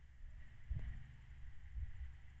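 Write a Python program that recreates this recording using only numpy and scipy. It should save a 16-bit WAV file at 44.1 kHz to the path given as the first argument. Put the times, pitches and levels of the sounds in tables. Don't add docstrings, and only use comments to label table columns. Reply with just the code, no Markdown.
import sys
import numpy as np
from scipy import signal
from scipy.fft import rfft, irfft
from scipy.io import wavfile

SR = 44100
rng = np.random.default_rng(int(sys.argv[2]) if len(sys.argv) > 2 else 0)


def master(y):
    cut = np.clip(np.atleast_2d(y).T, -1, 1)
    pcm = np.round(cut * 32767)
    wavfile.write(sys.argv[1], SR, pcm.astype(np.int16))


N = 105840

# t/s, level/dB
WIND_LEVEL = [(0, -61.5), (.12, -62.5), (.42, -52.5), (.56, -53.5), (0.659, -56), (.72, -43), (.8, -47.5),
              (0.938, -42), (1.019, -57), (1.1, -60.5), (1.451, -52), (1.729, -53), (1.791, -39.5),
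              (1.879, -47), (1.96, -47), (2.06, -50), (2.159, -53), (2.4, -61.5)]
# f/Hz, relative level/dB
WIND_COLOUR = [(6, 10), (25, 1.5), (60, -2), (95, -6), (150, -21.5), (220, -42.5), (330, -44), (600, -67)]
# t/s, level/dB
FLUTTER_LEVEL = [(0, -86.5), (0.279, -81), (.38, -75), (.55, -77.5), (.66, -80), (.77, -59), (.83, -71.5),
                 (0.931, -66), (1.05, -77), (1.349, -83), (1.6, -84), (2.4, -79.5)]
# f/Hz, relative level/dB
FLUTTER_SPECTRUM = [(60, -19), (130, 1.5), (200, 1), (290, -12.5), (400, -26.5), (800, -29)]
# t/s, f/Hz, half length/s, level/dB
EDDIES = [(.24, 25, 0.032, -44.5), (.355, 35, 0.015, -44.5), (.715, 52.6, 0.0086, -30),
          (.769, 99.7, 0.0052, -32.5), (0.876, 59.2, 0.02, -37), (1.779, 54.9, 0.02, -39.5),
          (1.832, 65.9, .013, -35.5), (2.039, 68.6, 0.038, -44.5)]
# t/s, level/dB
HISS_LEVEL = [(0, -79), (.2, -79.5), (.35, -77.5), (.42, -74), (.55, -74), (.7, -75), (.83, -67.5),
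              (0.901, -71), (0.934, -72), (.97, -71.5), (1.25, -74.5), (1.43, -75), (1.721, -76.5),
              (1.9, -73.5), (2.06, -72.5), (2.4, -75.5)]
# f/Hz, relative level/dB
HISS_SPECTRUM = [(250, -8), (540, -19), (760, -11), (1000, -13), (1350, -12.5), (1700, -4), (2100, -6.5),
                 (2500, -14.5), (3050, -11.5), (3500, -21), (4100, -29.5), (7500, -37)]
# t/s, f/Hz, level/dB
EDGE_MOAN = [(0, 592.4, -110), (.33, 610, -86.5), (0.649, 632.7, -94), (0.801, 630, -75), (.87, 700, -82),
             (.94, 745, -79), (1.032, 786.3, -89), (1.15, 884, -87.5), (1.7, 807, -96.5),
             (2.0, 802.6, -88.5), (2.4, 767, -94.5)]
# t/s, f/Hz, level/dB
EDGE_WHISTLE = [(0, 1880, -87.5), (.35, 1890, -86), (0.441, 1910, -72.5), (.53, 1940, -83.5),
                (0.759, 2080, -81), (.83, 1950, -73), (.9, 1900, -81), (1.252, 1900, -85),
                (1.43, 1920, -78), (1.72, 1900, -91.5), (2.05, 2000, -83), (2.4, 1960, -84.5)]
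# f/Hz, level/dB
MACHINE_TONES = [(117, -67.5), (139, -70), (225, -83)]
# t/s, relative level/dB
MACHINE_SWELL = [(0, -6), (.25, -13.5), (.45, -1), (0.649, -3), (0.801, 9.5), (1.021, 7), (1.2, -1.5),
                 (1.4, -2), (1.65, -13), (1.85, -1.5), (2.099, -9), (2.4, -2.5)]
# f/Hz, relative level/dB
CAMERA_COLOUR = [(200, 8.5), (1000, 2), (4000, -4.5), (7200, -1.5), (7900, -7.5), (8600, -21.5)]
# t/s, level/dB
INSECT_LEVEL = [(0, -95), (.22, -91), (.31, -85.5), (.7, -86.5), (.88, -80.5), (1.299, -84.5), (1.88, -86),
                (1.979, -83), (2.4, -84.5)]
# t/s, level/dB
RUSTLE_PEAKS = [(0.933, -62.5), (1.872, -74.5), (2.039, -71.5), (2.283, -70.5)]


def undb(db):
    return 10 ** (np.asarray(db) / 20)


def unit(x):
    return x / np.sqrt(np.mean(x ** 2))


def fader(t, rows):
    return undb(np.interp(t, *np.array(rows).T))


def noise(colour):
    f = np.maximum(np.arange(N // 2 + 1) * SR / N, 1)
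    hz, db = np.array(colour).T
    gain = undb(np.interp(np.log(f), np.log(hz), db)) / np.maximum(f / hz[-1], 1) ** 2
    return unit(irfft(rfft(rng.standard_normal(N)) * gain, N))


def ringing(hz, width_hz):
    b, a = signal.iirpeak(hz, hz / width_hz / 2, fs=SR)
    return unit(signal.lfilter(b, a, signal.lfilter(b, a, rng.standard_normal(N))))


def wander(rate_hz):
    f = np.arange(N // 2 + 1) * SR / N
    return unit(irfft(rfft(rng.standard_normal(N)) * np.exp(-(f / rate_hz) ** 2) * (f > 0), N))


def wind(t):
    rumble = noise(WIND_COLOUR) * fader(t, WIND_LEVEL)
    flutter = noise(FLUTTER_SPECTRUM) * fader(t, FLUTTER_LEVEL)
    buffets = push = 0
    for at, hz, half_s, db in EDDIES:
        age = t - at
        eddy = undb(db) * np.exp(-(age / half_s) ** 2)
        buffets -= eddy * np.sin(2 * np.pi * hz * age)
        push += eddy
    hardness = (push / push.max()) ** 2
    grit = undb(-36.5) * push * hardness * ringing(306, width_hz=39)
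    return rumble + flutter + buffets + grit


def hiss(t, flicker_db=.66, ring_flicker_db=3):
    broad = noise(HISS_SPECTRUM) * undb(flicker_db * wander(18))
    housing = ringing(1910, width_hz=180) * undb(-6 + ring_flicker_db * wander(24))
    return (broad + housing) * fader(t, HISS_LEVEL)


def edge_tone(t, rows, width_hz):
    at, hz, db = np.array(rows).T
    phase = 2 * np.pi * np.cumsum(np.interp(t, at, hz)) / SR
    tone = unit(wander(width_hz) * np.cos(phase) + wander(width_hz) * np.sin(phase))
    return undb(np.interp(t, at, db)) * tone


def machine_hum(t, waver_db=1, pitch_drift=.0045):
    def tone(hz, db):
        gain = undb(db + waver_db * wander(4.6))
        phase = 2 * np.pi * hz * np.cumsum(1 + pitch_drift * wander(6.7)) / SR
        return gain * unit(np.sin(phase))
    drone = tone(hz=65.07, db=-62.5)
    return drone + fader(t, MACHINE_SWELL) * sum(tone(hz, db) for hz, db in MACHINE_TONES)


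def electronics(t, whine_hz=5905):
    floor = undb(-86.5) * noise(CAMERA_COLOUR)
    whine = undb(-112) * unit(np.sin(2 * np.pi * whine_hz * t))
    return floor + whine


def insect(t, first_s=.058, period_s=.08318, half_s=.0044, top_hz=7190, arch_hz=90.9, scatter_db=.87):
    tick = np.round((t - first_s) / period_s).astype(int)
    offset = (t - first_s - tick * period_s) / half_s
    strength = undb(scatter_db * rng.standard_normal(tick.max() + 2))[tick]
    envelope = strength / (1 + offset ** 2) ** .98
    hz = top_hz - arch_hz * np.minimum(offset ** 2, 2)
    tone = np.sin(2 * np.pi * np.cumsum(hz) / SR)
    rasp = .35 * ringing(top_hz, width_hz=240)
    return (tone + rasp) * envelope * fader(t, INSECT_LEVEL)


def click(t, at_s=.7941, rise_s=.00007, decay_s=.0012, knock_hz=463, knock_decay_s=.004):
    age = np.maximum(t - at_s, 0)
    step = undb(-46) * (np.exp(-age / decay_s) - np.exp(-age / rise_s))
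    knock = undb(-61.5) * np.exp(-age / knock_decay_s) * np.sin(2 * np.pi * knock_hz * age)
    return -(step + knock)


def rustles(t, half_s=.011):
    swell = sum(undb(db) * np.exp(-((t - at) / half_s) ** 2) for at, db in RUSTLE_PEAKS)
    return swell * ringing(1930, width_hz=69)


def scene():
    t = np.arange(N) / SR
    air = wind(t) + hiss(t)
    edges = edge_tone(t, EDGE_MOAN, width_hz=40) + edge_tone(t, EDGE_WHISTLE, width_hz=38)
    return (air + edges + machine_hum(t) + electronics(t) + insect(t) + click(t) + rustles(t))[None]


def record(dry):
    lowpass = signal.ellip(8, .1, 60, 8500, fs=SR, output="sos")
    return signal.sosfiltfilt(lowpass, dry)


dry = scene()
out = record(dry)
master(out)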